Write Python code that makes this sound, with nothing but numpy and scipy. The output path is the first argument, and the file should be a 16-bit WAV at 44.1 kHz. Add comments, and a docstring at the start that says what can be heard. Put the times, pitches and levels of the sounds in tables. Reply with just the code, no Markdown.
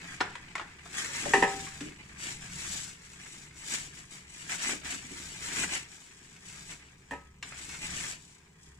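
"""On a tiled floor, close to a stereo microphone, a new air fryer is unpacked.
A booklet is put down with a tap, then the crisper plate is lifted in its bubble wrap and drops back
twice into the basket, setting both ringing. The wrap crackles as it is pulled off, its creases
buckling in clumps; the bare plate knocks the rim once and the wrap is pushed aside.
Underneath lie the rumble of arms and floor, a low wavering hum and faint room noise."""
import sys
import numpy as np
from scipy import signal
from scipy.fft import rfft, irfft
from scipy.io import wavfile

SR = 44100
rng = np.random.default_rng(int(sys.argv[2]) if len(sys.argv) > 2 else 0)


def to_wav(sig):
    """Store sig (one row per channel, or 1-D mono) as 16-bit WAV at the path in sys.argv[1].

    Samples outside -1..1 are clipped; the rate is SR.
    """
    pcm = np.clip(np.atleast_2d(sig), -1, 1) * 32767
    pcm = np.round(pcm).astype(np.int16)
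    wavfile.write(sys.argv[1], SR, pcm.T)  # frames by channels


N = 387638
TIME = np.arange(N) / SR
BLOW = TIME[:2 * SR // 3]  # seconds after a blow
ROOM_T60_S = 0.31

# Grips and pulls on the wrap. Each row: start, swell and hold in seconds, crisp crackle in dB,
# duller crumpling in dB.
WRAP_PULLS = [(0.0, 0.0016, 0.048, -56, -46), (0.05, 0.061, 0.027, -48.5, -45),
              (0.84, .02, 0.061, -53, -51.5), (0.93, 0.039, 0.035, -35.5, -36),
              (1.025, .025, 0.0099, -39, -39.5), (1.07, 0.081, 0.28, -37.5, -37.5),
              (1.45, 0.027, .2, -41.5, -44.5), (1.7, .02, 0.14, -49, -49.5),
              (2.185, 0.041, 0.092, -39, -43), (2.39, 0.037, .03, -46, -48), (2.49, 0.091, 0.093, -40, -45),
              (2.66, 0.057, 0.066, -36, -43.5), (2.8, .02, 0.079, -44, -50.5),
              (2.96, 0.085, 0.12, -53.5, -56.5), (3.17, 0.055, 0.22, -49, -52), (3.55, .13, 0.17, -43, -47),
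              (3.68, 0.052, .015, -33.5, -37), (3.915, 0.032, 0.054, -49.5, -52),
              (4.09, 0.019, 0.074, -48.5, -53), (4.28, .11, 0.087, -47, -52),
              (4.48, 0.032, 0.029, -36.5, -37.5), (4.58, 0.041, 0.1, -35, -35.5),
              (4.83, 0.019, .02, -42.5, -40), (4.87, 0.028, 0.044, -38, -40.5),
              (4.98, .03, .12, -48, -50.5), (5.12, 0.049, 0.21, -43.5, -47.5), (5.39, .04, .11, -39, -40.5),
              (5.52, .05, .055, -33, -34), (5.68, 0.054, 0.016, -34.5, -33), (5.88, 0.038, .03, -50.5, -56),
              (5.98, .03, 0.36, -56, -70), (6.41, .08, .14, -48.5, -52.5),
              (6.66, 0.047, 0.011, -44.5, -46.5), (7.43, 0.019, .1, -51.5, -50),
              (7.545, 0.041, 0.078, -45, -48.5), (7.66, 0.036, 0.043, -43.5, -44.5),
              (7.765, 0.062, 0.11, -41, -42), (7.91, 0.059, .135, -38, -42),
              (8.16, 0.047, 0.13, -56.5, -75), (8.57, 0.067, 0.046, -60, -69)]
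SWELL_DB, SAG_DB_PER_S, RELEASE_DB_PER_S, GRAB_DB_PER_S = 11, 10, 240, 805
MIDDLING_PULL_DB, MIDDLING_CREASES_PER_S = -45, 2600
# The film never quite rests between pulls. Each row: time in seconds, crackle level in dB.
FILM_SETTLING = [(0, -60), (0.8, -62), (2.1, -60), (3.5, -63), (6.3, -61), (6.85, -61), (6.95, -65.5),
                 (7.2, -65), (7.38, -71), (7.8, -64), (8.78, -67)]
# The dull side of that settling. Each row: time in seconds, crumpling above crackle in dB.
SETTLING_CRUMPLE = [(0, 9.5), (2.1, 6.5), (3.5, 5), (8.78, 1.5)]
# Single creases snapping. Each row: start in seconds, level in dB.
CREASE_SNAPS = [(1.044, -21), (1.806, -33), (2.2009, -34), (2.6465, -28.5), (3.7412, -24), (4.4932, -22.5),
                (4.5428, -27), (4.6925, -15.5), (5.563, -26), (5.6348, -15), (5.6425, -21), (6.7188, -36)]
# The sheet billows around the plate. Each row: start, swell and hold in seconds, level in dB.
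SHEET_BILLOWS = [(1.23, 0.087, 0.093, -40), (1.48, .02, 0.13, -51.5), (4.63, 0.068, .03, -43),
                 (5.1, 0.021, 0.051, -56.5), (5.52, 0.067, 0.061, -45)]
# The wrap's crackle, crumpling and flapping. Each row: frequency in Hz, level in dB.
CRISP_SPECTRUM = [(1000, -39.5), (2400, -6), (3500, 1), (4500, -3), (6000, 1), (9000, -1), (11000, -8),
                  (15000, -13)]
CRUMPLE_SPECTRUM = [(200, -25), (500, -15.5), (780, -8.5), (1100, -8), (1650, -1), (2200, -0.5),
                    (2650, -1.5), (3100, -10), (4500, -13), (9000, -31.5)]
FLAP_SPECTRUM = [(70, -21), (150, -14.5), (220, 2), (320, 3), (430, -3), (600, -17.5), (1500, -46)]

# The rise and fall of the rumble and of the hum. Each row: time in seconds, level in dB.
RUMBLE_LEVELS = [(0.0, -52), (0.9, -58.5), (1.3, -49), (1.98, -54.5), (2.76, -49), (3.03, -60),
                 (3.82, -55.5), (4.21, -59.5), (4.53, -56), (5.53, -54.5), (5.63, -46.5), (5.97, -64.5),
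                 (6.73, -54.5), (6.8, -63.5), (7.76, -55), (7.93, -47.5), (8.37, -63.5), (8.79, -59.5)]
HUM_LEVELS = [(0.0, -63), (4.68, -63.5), (5.29, -52.5), (6.05, -70.5), (8.01, -52.5), (8.13, -77),
              (8.79, -59)]
# The tone of the rumble and of the room noise. Each row: frequency in Hz, level in dB.
RUMBLE_SPECTRUM = [(15, -3), (40, -1.5), (55, -6), (69, 1), (85, -1.5), (110, -1.5), (140, 3.5), (175, 4),
                   (230, -9), (500, -38.5), (1500, -49.5)]
ROOM_NOISE_SPECTRUM = [(30, -22), (200, -18), (400, 19), (600, -0.5), (1000, 13.5), (2000, -18),
                       (4000, -13), (9000, -29), (15000, -1)]

# Taps of card and plastic. Each row: start in seconds, level in dB, brightness in Hz, body pitch in Hz.
LIGHT_TAPS = [(0.2048, -26, 3020, 1560), (0.2088, -22.5, 2800, 1480), (0.353, -37, 6900, 1570),
              (0.5533, -30.5, 6920, 1723), (0.579, -38, 3000, 2100), (0.596, -34.5, 3000, 1460),
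              (0.612, -38.5, 2400, 1450), (0.856, -46, 6014, 1262), (1.668, -41, 4020, 1770),
              (1.807, -42, 12000, 2510), (4.815, -51, 6060, 2240), (7.4261, -36.5, 11840, 2790),
              (7.432, -44, 4003, 1892), (7.521, -44, 2492, 2042), (8.13, -49, 4986, 2360)]
# The body of a tap. Each row: multiple of the body pitch, level in dB.
TAP_SPECTRUM = [(.1, -23), (.28, -8.5), (.4, -13.5), (.62, 1), (.8, -6.5), (1, -1.5), (1.25, -2.5),
                (1.55, -9), (2.1, -11), (3.2, -18), (6, -24), (10, -37)]
# Dull bumps of the plate. Each row: start in seconds, level in dB, pitch in Hz.
PLATE_BUMPS = [(1.229, -44, 250.4), (1.256, -31.5, 582), (1.425, -38.5, 212), (1.81, -35.5, 290.3),
               (1.85, -38.5, 297.4), (4.721, -41, 292), (4.924, -43, 273.8), (5.044, -50, 250),
               (5.109, -43, 280), (7.113, -41.5, 270.6)]
# Plate against basket. Each row: start in seconds, level in dB, brightness in Hz, basket ring in dB,
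# plate ring in dB.
PLATE_CLANKS = [(1.3355, -19.5, 4898, -8, 0.5), (1.424, -20.5, 2580, -3, -2),
                (7.109, -42, 14000, -22, -27.5), (7.117, -48, 2412, 11.5, -25),
                (7.1325, -41, 2402, -4, -25.5)]
# The rattle of the basket shell. Each row: frequency in Hz, level in dB.
SHELL_SPECTRUM = [(130, -15), (260, -9.5), (490, -2.5), (620, -11.5), (950, 6), (1150, -8), (1450, -13.5),
                  (1800, 3), (2200, -12), (2550, -3), (3300, -14.5), (4500, -21), (8500, -18), (14000, -25)]
# Modes of basket and plate. Each row: frequency in Hz, level in dB, seconds to fall by 60 dB.
BASKET_RING = [(455, -6, .2), (567, -7, .24), (666, -13, .22), (786, -6, .2), (925, -7, .16),
               (967, -6, .18), (1281, -11, .5), (1677, -6, .18), (1772, -7, .18), (1945, -7, .18),
               (2040, -12, .48), (2491, -8, .2)]
PLATE_RING = [(400, -4, .48), (779, -5, .55), (969, -4, .22), (1720, -9, .25), (1797, -6, .24),
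              (1889, -6, .24), (1967, -5.5, .27), (2805, -13, .22)]

# The tone of each channel: the left is brighter near 7.9 kHz, and both drop sharply just above 8 kHz.
# Each row: frequency in Hz, gain in dB.
LEFT_RESPONSE = [(480, 0), (700, 2), (1050, -1), (2400, 0), (4400, 1), (5600, 3), (6400, 3), (7200, 7),
                 (7900, 11), (8200, -5), (9100, -1), (10000, -4), (11200, -11), (14500, -9)]
RIGHT_RESPONSE = [(430, 0), (700, -3), (1200, 0), (2400, 0), (3000, -2), (4600, -2), (7000, 0), (7900, 1),
                  (8200, -5), (9200, 1), (10000, 0), (12000, -9), (14500, -9)]


def from_db(db):
    return 10 ** (np.asarray(db) / 20)


def rms_one(x):
    return x / np.sqrt(np.mean(x ** 2) + 1e-20)


def unit_blow(x):
    """Scale to the energy of a hundredth of a second at rms 1."""
    return x / np.sqrt(np.sum(x ** 2) / SR / .01)


def in_time(rows):
    """A curve of (seconds, value) points at every sample."""
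    return np.interp(TIME, *np.transpose(rows))


def fade(t, t60):
    return np.exp(-np.log(1000) * t / t60)


def cut(x, hz, kind, order=2):
    return signal.sosfilt(signal.butter(order, hz, kind, fs=SR, output="sos"), x)


def colour(x, points, size=4096):
    """Minimum-phase filter that follows a spectrum of (Hz, dB) points."""
    hz, db = np.transpose(points)
    grid = np.maximum(np.fft.rfftfreq(size, 1 / SR), 1)
    gain = from_db(np.interp(np.log(grid), np.log(hz), db))
    cepstrum = irfft(np.log(gain))
    cepstrum[1:size // 2] *= 2
    cepstrum[size // 2 + 1:] = 0
    response = irfft(np.exp(rfft(cepstrum))).reshape((1,) * (x.ndim - 1) + (-1,))
    return signal.oaconvolve(x, response, axes=-1)[..., :x.shape[-1]]


def drift(per_s):
    """A random wander with a spread of about 1."""
    knots = np.arange(0, TIME[-1] + 1, 1 / per_s)
    return np.interp(TIME, knots, rng.standard_normal(len(knots)))


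def add(track, s, sound):
    start = round(s * SR)
    track[:, start:start + sound.shape[1]] += sound[:, :N - start]


def room(x, wet_db, early_db, lead=0, alike_hz=350):
    """At the microphone: direct sound (left `lead` samples early), basket and tile echoes, a tail."""
    t = BLOW[:SR // 3]
    mid, side = rng.standard_normal((2, len(t)))
    side = cut(side, alike_hz, "high", order=1)  # the bass is alike in both channels
    diffuse = np.array([mid + side, mid - side]) * (t > .0005)
    early = from_db(early_db) * rms_one(diffuse * fade(t, 0.046))
    tail = from_db(wet_db) * rms_one(diffuse * fade(t, ROOM_T60_S) * (t > .008))
    response = (early + tail) / np.sqrt(len(t))
    response[0, max(-lead, 0)] += 1
    response[1, max(lead, 0)] += 1
    response /= np.sqrt(np.sum(response ** 2) / 2)
    return signal.oaconvolve(x[None], response, axes=-1)[:, :len(x)]


def gesture(start, swell, hold):
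    """Power of one hand movement, every 32nd sample: it grabs, swells, sags while held and lets go."""
    t = TIME[::32] - start
    grab_db = GRAB_DB_PER_S * np.minimum(t, 0)
    swell_db = SWELL_DB * (np.clip(t / swell, 0, 1) - 1)
    sag_db = SAG_DB_PER_S * np.clip(t - swell, 0, hold)
    release_db = RELEASE_DB_PER_S * np.maximum(t - swell - hold, 0)
    return from_db(np.maximum(grab_db + swell_db - sag_db - release_db, -150)) ** 2


def gestures(rows):
    """Summed power of hand movements at every sample, one curve for each level column."""
    powers = sum(np.outer(from_db(row[3:]) ** 2, gesture(*row[:3])) for row in rows)
    return [np.interp(TIME, TIME[::32], power) for power in powers]


def film_effort():
    """Levels of crackle and crumpling in dB: the pulls on top of the settling."""
    crisp_power, crumple_power = gestures(WRAP_PULLS)
    rest_db = in_time(FILM_SETTLING)
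    crisp_power += from_db(rest_db) ** 2
    crumple_power += from_db(rest_db + in_time(SETTLING_CRUMPLE)) ** 2
    return 10 * np.log10(crisp_power), 10 * np.log10(crumple_power)


def creases(per_s, spread_db, clump_db):
    """Buckling creases: many small clicks, a few large ones, coming in clumps."""
    at = np.flatnonzero(rng.random(N) < per_s / SR)
    sizes = from_db(spread_db * np.minimum(rng.exponential(1, len(at)), 4))
    clicks = np.zeros(N)
    clicks[at] = sizes * rng.choice([-1, 1], len(at))
    return rms_one(clicks / np.sqrt(per_s) * from_db(clump_db * drift(130)))


def wrap_crackle(crisp_db, crumple_db):
    """The harder the film is worked, the thicker its creases come; each patch has its own echoes."""
    per_s = MIDDLING_CREASES_PER_S * from_db(.4 * (crisp_db - MIDDLING_PULL_DB))
    crisp = from_db(crisp_db + 3.5) * creases(per_s, spread_db=3.3, clump_db=1.4)
    crumple = from_db(crumple_db + 12) * creases(.6 * per_s, spread_db=2.44, clump_db=1.4)
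    leads = [26, 13, 7, 6, 6, 5, -1]  # seven patches, mostly left of the microphone
    strain = np.array([drift(22) for _ in leads]) + 1.2 * rng.random((len(leads), N))
    buckling_patch = np.argmax(strain, axis=0)  # the most strained one gives way
    out = np.zeros((2, N))
    for k, lead in enumerate(leads):
        active = buckling_patch == k
        pitch_ratio = np.exp(.09 * np.sin(2 * np.pi * k / 3))  # stiffer patches sound higher
        patch = colour(crisp * active, CRISP_SPECTRUM)
        patch += colour(crumple * active, np.array(CRUMPLE_SPECTRUM) * [pitch_ratio, 1])
        out += room(patch, wet_db=-8, early_db=2, lead=lead)
    return out


def sheet_flaps(crumple_db):
    """The whole sheet flaps along with the crumpling and billows around the plate."""
    billow_power, = gestures(SHEET_BILLOWS)
    flap_power = from_db(-58.5 + 0.69 * (crumple_db - MIDDLING_PULL_DB)) ** 2
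    mid = creases(500, spread_db=2.9, clump_db=2.1)
    side = 0.4 * creases(380, spread_db=3, clump_db=1.5)
    flaps = colour(np.array([mid + side, mid - side]), FLAP_SPECTRUM)
    return np.sqrt(flap_power + billow_power) * rms_one(flaps)


def rumble():
    """Arms and floor rumble, alike in both channels."""
    return from_db(in_time(RUMBLE_LEVELS)) * rms_one(colour(rng.standard_normal(N), RUMBLE_SPECTRUM))


def hum(hz=69.3, wavers_per_s=7):
    """A low, wavering hum comes and goes, alike in both channels."""
    waver = drift(wavers_per_s) + 1j * drift(wavers_per_s)
    tone = np.real(waver * np.exp(2j * np.pi * hz * TIME))
    return from_db(in_time(HUM_LEVELS) - 2.5) * rms_one(tone)


def room_noise():
    """Faint steady room noise, wide in stereo."""
    noise = rng.standard_normal(N) + 2.1 * rng.standard_normal((2, N))
    return from_db(-66.5) * rms_one(colour(noise, ROOM_NOISE_SPECTRUM))


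def contact(t60, crack_db, chatter_db, chatter_t60):
    """Surfaces yield, crack, and leave a thin shell's crowded, fast-dying vibration and weak tail."""
    yielding = 1 - fade(BLOW, 0.007)
    crack = from_db(crack_db) * fade(BLOW, 0.0057)
    chatter = from_db(chatter_db) * fade(BLOW, chatter_t60)
    return (fade(BLOW, t60) + crack + chatter) * yielding * rng.standard_normal(len(BLOW))


def taps():
    """Card and plastic are damped at once; smaller parts answer higher."""
    out = np.zeros((2, N))
    for s, db, bright_hz, body_hz in LIGHT_TAPS:
        strike = contact(t60=0.026, crack_db=1.5, chatter_db=-21, chatter_t60=0.32)
        body = colour(strike, np.array(TAP_SPECTRUM) * [body_hz, 1])
        knock = unit_blow(cut(body, bright_hz, "low", order=1))
        add(out, s, room(from_db(db + 1) * knock, wet_db=-6.5, early_db=0, alike_hz=970))
    return out


def crease_snaps():
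    """Single creases snap, each a short burst with the tone of the film."""
    out = np.zeros((2, N))
    for s, db in CREASE_SNAPS:
        burst = (fade(BLOW, 0.027) * rng.standard_normal(len(BLOW)))[:SR // 4]
        snap = colour(burst, CRISP_SPECTRUM) + from_db(14.5) * colour(burst, CRUMPLE_SPECTRUM)
        add(out, s, room(from_db(db - 14.5) * unit_blow(snap), wet_db=-19, early_db=5.5))
    return out


def plate_bumps():
    """Dull thuds of plate and basket, each with one hollow, dying tone."""
    out = np.zeros((2, N))
    for s, db, hz in PLATE_BUMPS:
        strike = contact(t60=0.068, crack_db=4, chatter_db=-20, chatter_t60=0.15)
        muffled = cut(strike, hz * 1.13, "low", order=4)
        thud = unit_blow(cut(muffled, hz * 0.99, "high"))
        thud = room(thud, wet_db=1, early_db=-1, alike_hz=150)
        hollow = np.sin(2 * np.pi * hz * BLOW) * (fade(BLOW, 0.22) - fade(BLOW, 0.0066))
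        add(out, s, from_db(db - 0.5) * (thud + 0.8 * unit_blow(hollow)))
    return out


def ring(modes):
    """Struck modes die away; the higher a mode, the more its phase differs from left to right."""
    hz, db, t60 = np.transpose(modes)[:, :, None]
    strength = from_db(db) * fade(BLOW, t60) * (-1) ** np.arange(len(modes))[:, None]
    phase = 2 * np.pi * hz * BLOW
    apart = np.clip(hz / 2600, 0, 1) ** 2 * np.pi / 3
    return np.array([np.sum(strength * np.sin(phase + side * apart), axis=0) for side in (1, -1)])


def plate_clanks():
    """Each blow of the plate rattles the basket shell and sets basket and plate ringing."""
    out = np.zeros((2, N))
    for s, db, bright_hz, basket_db, plate_db in PLATE_CLANKS:
        strike = contact(t60=0.11, crack_db=14, chatter_db=-13.5, chatter_t60=0.39)
        rattle = unit_blow(colour(strike, SHELL_SPECTRUM))
        shell = room(rattle, wet_db=-7, early_db=-3, alike_hz=1000)
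        tones = from_db(basket_db) * ring(BASKET_RING) + from_db(plate_db) * ring(PLATE_RING)
        clank = cut(shell + from_db(-6.5) * tones, bright_hz, "low", order=1)
        add(out, s, from_db(db + 6) * clank)
    return out


def scene():
    """Wrap, plate and taps close to the microphone, over rumble, hum and room noise."""
    crisp_db, crumple_db = film_effort()
    wrap = wrap_crackle(crisp_db, crumple_db) + crease_snaps()
    knocks = plate_clanks() + taps()
    handling = sheet_flaps(crumple_db) + plate_bumps() + rumble()
    return wrap + knocks + handling + hum() + room_noise()


def record(dry, cutoff_hz=15500):
    """Each channel has its own tone; the top is cut steeply."""
    heard = np.array([colour(dry[0], LEFT_RESPONSE), colour(dry[1], RIGHT_RESPONSE)])
    return signal.sosfilt(signal.ellip(10, .2, 80, cutoff_hz, fs=SR, output="sos"), heard)


dry = scene()
out = record(dry)
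to_wav(out)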